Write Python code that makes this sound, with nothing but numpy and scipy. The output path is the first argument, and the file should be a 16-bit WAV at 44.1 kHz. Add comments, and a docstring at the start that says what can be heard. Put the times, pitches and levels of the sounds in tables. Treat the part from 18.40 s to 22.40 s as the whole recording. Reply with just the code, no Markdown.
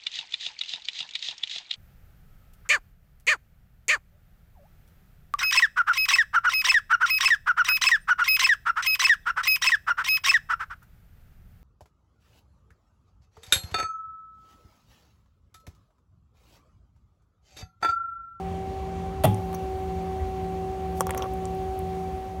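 """Band saw cutting a golf ball

A band saw hums and rumbles in a workshop while a golf ball is fed into the blade. The ball knocks
against the steel fence and sets the frame ringing. The drive sags a little and the teeth hiss
through the ball. The last bit of shell snaps and the two halves clatter down on the steel bed."""
import sys
import numpy as np
from scipy import signal
from scipy.io import wavfile

SR = 44100
rng = np.random.default_rng(int(sys.argv[2]) if len(sys.argv) > 2 else 0)


def log_audio(samples):
    """Write samples as a 16-bit WAV file to the path given in sys.argv[1]."""
    # one column per channel
    frames = np.atleast_2d(samples).T
    # limit to full scale, then quantise
    limited = np.clip(frames, -1, 1)
    pcm = np.round(limited * 32767).astype(np.int16)
    wavfile.write(sys.argv[1], SR, pcm)


N = 176400
TIME = np.arange(N) / SR

# All levels are relative. 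A t60 is the time a sound takes to fade by 60 dB.
# loudness of the running saw: t/s, level/dB
MACHINE_LEVEL = [(0, -1), (3.62, -1.5), (3.85, -3), (4, -5)]
# whine of the drive: t/s, f/Hz, level at f/dB, level an octave up/dB
DRIVE_WHINE = [(0, 382.5, -37.5, -36.5), (.8, 383.9, -37, -38.5), (1.0, 380.4, -35.5, -35.5),
               (1.3, 379.2, -34, -35.5), (3.55, 378.4, -33.3, -34), (4, 379, -37.5, -35.5)]
# noise of the belt, wheels and motor: f/Hz, level/dB
RUNNING_SPECTRUM = [(25, -15), (45, -15), (62, 5.5), (80, 7), (110, -5.5), (250, -9.5), (420, -14.5),
                    (620, -13.5), (1100, -24.5), (1500, -26), (2800, -31.5), (4500, -37.5), (6500, -39.5),
                    (11000, -48.5), (16000, -52)]
# one brief swell of the rumble: t/s, width/s, level/dB
RUMBLE_SWELL = (1.86, 0.033, -35)
# tone colour of that swell: f/Hz, level/dB
SWELL_SPECTRUM = [(35, -34), (55, -1), (72, 9), (110, -33), (300, -82)]
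# faint whistles of the moving blade: f/Hz, level/dB
BLADE_WHISTLES = [(1560, -64), (1934, -66.5), (2186, -68.5), (2322, -65.5), (2706, -68)]
# loudness of the teeth's hiss: t/s, level/dB
HISS_LEVEL = [(.82, -76), (.9, -60), (1.6, -64), (2.4, -64.5), (2.55, -61), (2.578, -47.5), (2.635, -72),
              (2.81, -59), (2.9, -62), (4, -62)]
# tone colour of that hiss: f/Hz, level/dB
HISS_SPECTRUM = [(2000, -30), (5000, -7), (8000, -10), (12000, -9), (16000, -11.5)]
# moments when the ball catches on the teeth: t/s, length/s, level/dB
GRINDS = [(0.8342, 0.021, -28), (0.837, .002, -30), (1.127, .003, -43), (1.14, 0.0087, -45)]
# tone colour of that grinding: f/Hz, level/dB
GRIND_SPECTRUM = [(300, -10), (1000, 5), (2000, 2), (3300, -1), (4500, -2.5), (7000, -14), (9000, 0),
                  (12000, 2.5), (16000, -14)]
# tiny bright ticks, some alone and some on top of hits: t/s, level/dB, f/Hz
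BRIGHT_TICKS = [(.8402, -24, 8500), (.852, -13.5, 12000), (0.9452, -26, 7990), (1.144, -33, 12520),
                (2.5992, -32, 10000), (2.6069, -16.5, 13000), (2.6175, -30, 11000), (2.6687, -24.5, 11500),
                (2.708, -22.5, 13500), (2.9368, -35, 12000), (3.0543, -23, 6800), (3.1505, -39, 11000),
                (3.391, -29.5, 11410)]
# natural tones of the saw's frame: f/Hz, level/dB, t60/s, build-up/s
FRAME_TONES = [(103.5, -6, 0.39, 0.037), (146, 2.5, 0.063, 0.0079), (188.5, -16, 0.33, 0.019),
               (228.3, -20, 0.31, 0.023), (641, -3, 0.051, 0.0019), (720, -14, 0.093, .0015),
               (838, -23, 0.42, 0.0013), (908, -20, 0.068, 0.00073), (1248, -26.5, 0.068, 0.0016),
               (1947, -31, 0.11, 0.0013), (2737, -35, 0.17, 0.00088), (3260, -47, 0.43, .001),
               (3320, -30, 0.08, 0.00062), (3480, -38.5, 0.2, 0.0009)]
# dense ringing of the struck sheet metal: f/Hz, level/dB
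SHEET_SPECTRUM = [(40, -9), (130, 3), (300, 2.5), (480, -7), (750, -10.5), (1400, -24), (3200, -23),
                  (4200, -40), (7500, -35), (12000, -32), (16000, -44)]
# shell snap and hits of the ball and halves: t/s, tock level/dB, tock f/Hz, crack level/dB, crack f/Hz
HITS = [(0.8516, -7.5, 1220, -26.5, 4500), (1.141, -20.5, 1100, -44, 9500), (2.6073, 0, 1000, -10.5, 7150),
        (2.6687, -12, 1070, -23.5, 6500), (2.694, -8, 1310, -36, 11000), (2.7072, -6.5, 1860, -18, 8900),
        (2.737, -28, 3020, -46, 4000), (2.7479, -11, 1550, -29, 11000), (2.7753, -22, 1000, -25, 14200),
        (2.7782, -21, 2120, -21, 7450), (2.7942, -20, 1400, -46, 11000), (2.8227, -14, 3180, -23.5, 4700),
        (2.831, -16.5, 860, -43, 11000), (2.8418, -22, 1400, -44, 11000)]
# natural tones of the steel bed that the halves land on: f/Hz, level/dB, t60/s
BED_TONES = [(556.6, -18.5, 0.028), (904, -8.5, 0.0087), (2100, -26, 0.0091), (3270, -29, 0.016)]
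# touches on the blade: t/s, pair level/dB, pair f/Hz, extra tone level/dB, extra tone f/Hz
BLADE_PINGS = [(1.146, -43, 5820, -36, 15680), (2.7767, -40, 5800, -35, 13300),
               (2.8223, -41.5, 5540, -36, 3270)]
# the blade's pair of close tones: multiple of the pair's f, level/dB, t60/s
BLADE_PAIR = [(1, 0, 0.06), (1.088, 3.5, 0.034)]
# the halves rocking between bounces: start/s, end/s, level/dB
RATTLE_SPAN = (2.69, 2.86, -32.5)
# boosts (+) and dead spots (-) of the steel recess around the blade: f/Hz, level/dB, width/Hz
RECESS_BANDS = [(1124, 4, 230), (1510, -3, 610), (3146, 4.5, 47), (5170, -6, 310), (7680, -3.5, 470),
                (10560, -4, 460)]


def from_db(db):
    """Turn decibels into a number to multiply by."""
    return 10 ** (np.asarray(db) / 20)


def rms_one(x):
    """Scale a signal so that its average strength (rms) is 1."""
    return x / np.sqrt(np.mean(x ** 2) + 1e-20)


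def in_time(rows):
    """Join a table's points with straight lines, giving one curve for each column after the time."""
    times, *columns = np.transpose(rows)
    return [np.interp(TIME, times, column) for column in columns]


def drift(per_second):
    """A random wobble of strength 1 that heads for a new value so many times a second."""
    points = rng.standard_normal(int(per_second * N / SR) + 2)
    return rms_one(np.interp(TIME * per_second, np.arange(len(points)), points))


def band(x, low, high):
    """Keep the part of a sound between two frequencies."""
    edges_hz = [min(low, .4 * SR), min(high, .45 * SR)]
    return signal.sosfilt(signal.butter(2, edges_hz, "band", fs=SR, output="sos"), x)


def noise(spectrum, flicker_db=0):
    """Noise of strength 1, built from third-octave bands that can each flicker in level."""
    edges = 22 * 2 ** (np.arange(30) / 3)
    hz, db = np.transpose(spectrum)
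    white = rng.standard_normal((2, N))
    out = 0
    for k, (low, high) in enumerate(zip(edges, edges[1:])):
        level = np.interp(np.log(low * high) / 2, np.log(hz), db)
        flicker = flicker_db * drift(20) if flicker_db else 0
        out += band(white[k % 2], low, high) * from_db(level + flicker)
    return rms_one(out)


def decay(start, t60):
    """A loudness curve that jumps to 1 and dies away."""
    age = np.maximum(TIME - start, 0)
    return (TIME >= start) * np.exp(-np.minimum(np.log(1000) * age / t60, 40))


def rise(start, seconds):
    """A loudness curve that builds up towards 1."""
    return 1 - np.exp(-np.maximum(TIME - start, 0) / seconds)


def ring(start, hz, t60):
    """One fading tone of a struck object."""
    out = np.zeros(N)
    span = slice(int(start * SR) + 1, int((start + 2 * t60) * SR))
    age = TIME[span] - start
    out[span] = np.exp(-np.log(1000) * age / t60) * np.sin(2 * np.pi * hz * age)
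    return out


def crack(white, start, hz, broad_gain=0, octaves=.36):
    """A tiny burst of noise around one pitch; broad_gain mixes in the unfiltered burst."""
    burst = white * decay(start, t60=.0075)
    return band(burst, hz / 2 ** octaves, hz * 2 ** octaves) + broad_gain * burst


def drive(wander_hz=.34, flutter_db=.79, third_harmonic_db=-64.5):
    """The drive whines, and its pitch sags a little under load."""
    hz, first_db, octave_db = in_time(DRIVE_WHINE)
    phase = 2 * np.pi * np.cumsum(hz + wander_hz * drift(20)) / SR
    whine = sum(from_db(db + flutter_db * drift(40)) * np.sin(k * phase)
                for k, db in enumerate((first_db, octave_db, third_harmonic_db), 1))
    return np.sqrt(2) * whine


def motor(hz=175.3, beats_per_s=2.02, quiet_at_s=.355):
    """Two close motor tones slip in and out of step, so the hum throbs."""
    phase = 2 * np.pi * hz * TIME
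    slip = np.pi * beats_per_s * (TIME - quiet_at_s)
    lower = from_db(-42.5) * np.sin(phase - slip)
    upper = from_db(-41.5) * np.sin(phase + slip)
    return np.sqrt(2) * (lower - upper)


def wheels_and_belt():
    """The wheels and belt rumble and rush; the rumble swells once."""
    peak_s, width_s, db = RUMBLE_SWELL
    swell = from_db(db) * np.exp(-.5 * ((TIME - peak_s) / width_s) ** 2) * noise(SWELL_SPECTRUM)
    return from_db(-34) * noise(RUNNING_SPECTRUM, flicker_db=1.06) + swell


def whistles(width_hz=34):
    """The blade rubs in its guides, which keeps it whistling faintly."""
    return sum(from_db(db) * rms_one(band(rng.standard_normal(N), hz - width_hz / 2, hz + width_hz / 2))
               for hz, db in BLADE_WHISTLES)


def teeth(attack_s=.0024, rough_db=5.5):
    """The teeth hiss as they cut, with short rough grinds where the ball catches."""
    hiss_db, = in_time(HISS_LEVEL)
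    hiss = from_db(hiss_db) * noise(HISS_SPECTRUM)
    grind = rms_one(noise(GRIND_SPECTRUM) * from_db(rough_db * drift(1000)))
    catches = 0
    for start, length, db in GRINDS:
        hold_then_fade = np.where(TIME < start + length, 1, decay(start + length, t60=.021))
        catches += from_db(db) * rise(start, attack_s) * hold_then_fade
    return hiss + catches * grind


def bright_ticks():
    """Tiny bright ticks, some alone, some the sharp top of the knock, snap and bounces."""
    white = rng.standard_normal(N)
    return sum(from_db(db) * crack(white, start, hz) for start, db, hz in BRIGHT_TICKS)


def frame_knock(start=.8412):
    """The ball slams into the fence: the frame's low tones build slowly and sheet metal rings on."""
    tones = sum(from_db(db) * rise(start, build_s) ** 2 * ring(start, hz, t60)
                for hz, db, t60, build_s in FRAME_TONES)
    sheet_metal = from_db(-19.5) * decay(start, t60=.28) * noise(SHEET_SPECTRUM)
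    return tones + sheet_metal


def clatter(attack_s=.00039, bass_cut_hz=516):
    """Each hit is a dull tock with a bright crack, and briefly rings the steel bed."""
    white = rng.standard_normal(N)
    out = 0
    for start, tock_db, tock_hz, crack_db, crack_hz in HITS:
        tock = ring(start, tock_hz, t60=.0031)
        bed = sum(from_db(db) * ring(start, hz, t60) for hz, db, t60 in BED_TONES)
        out += from_db(tock_db) * rise(start, attack_s) * (tock + bed)
        out += from_db(crack_db) * crack(white, start, crack_hz, broad_gain=from_db(-9))
    # something this small gives off little bass
    return signal.sosfilt(signal.butter(2, bass_cut_hz, "high", fs=SR, output="sos"), out)


def blade_pings():
    """The blade pings with two close tones and one extra, set by where it is touched."""
    out = 0
    for start, pair_db, pair_hz, extra_db, extra_hz in BLADE_PINGS:
        pair = sum(from_db(pair_db + db) * ring(start, pair_hz * ratio, t60)
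                   for ratio, db, t60 in BLADE_PAIR)
        out += pair + from_db(extra_db) * ring(start, extra_hz, t60=.024)
    return out


def rattle(count=36, low_hz=446.3, high_hz=1330, spread_db=.5):
    """The halves settle with many small, dull taps."""
    start, end, db = RATTLE_SPAN
    out = 0
    for when, softness, pitch in rng.random((count, 3)):
        tap_s = start + (end - start) * np.sqrt(when)  # taps crowd towards the end
        tap_db = db + 2 * spread_db * (1 - softness)
        tap_hz = low_hz * (high_hz / low_hz) ** pitch
        out += from_db(tap_db) * ring(tap_s, tap_hz, t60=.016)
    return out


def workshop(x, treble_cut_hz=3500):
    """The room answers with a short, dull echo."""
    treble_cut = signal.butter(1, treble_cut_hz, fs=SR, output="sos")
    tail = signal.sosfilt(treble_cut, rng.standard_normal(N)) * decay(0, t60=.05)
    tail /= np.sqrt(np.sum(tail ** 2))
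    return signal.fftconvolve(x, tail)[:N] * np.sqrt(2 * treble_cut_hz / SR)


def recess(x):
    """The steel walls around the blade boost some pitches and swallow others."""
    for hz, db, width_hz in RECESS_BANDS:
        narrow_band = signal.lfilter(*signal.iirpeak(hz, hz / width_hz, fs=SR), x)
        x = x + (from_db(db) - 1) * narrow_band
    return x


def scene():
    """The running saw, the knock and the falling halves, all heard inside the recess."""
    machine_db, = in_time(MACHINE_LEVEL)
    machine = from_db(machine_db) * (drive() + motor() + wheels_and_belt() + whistles() + teeth())
    small_hits = clatter() + rattle() + bright_ticks() + blade_pings()
    mix = machine + frame_knock() + small_hits + from_db(-5) * workshop(small_hits)
    return recess(mix)[None]


def record(dry):
    """Cut away the very highest treble, above 15900 Hz."""
    return signal.sosfilt(signal.ellip(10, .1, 80, 15900, fs=SR, output="sos"), dry)


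dry = scene()
out = record(dry)
log_audio(out)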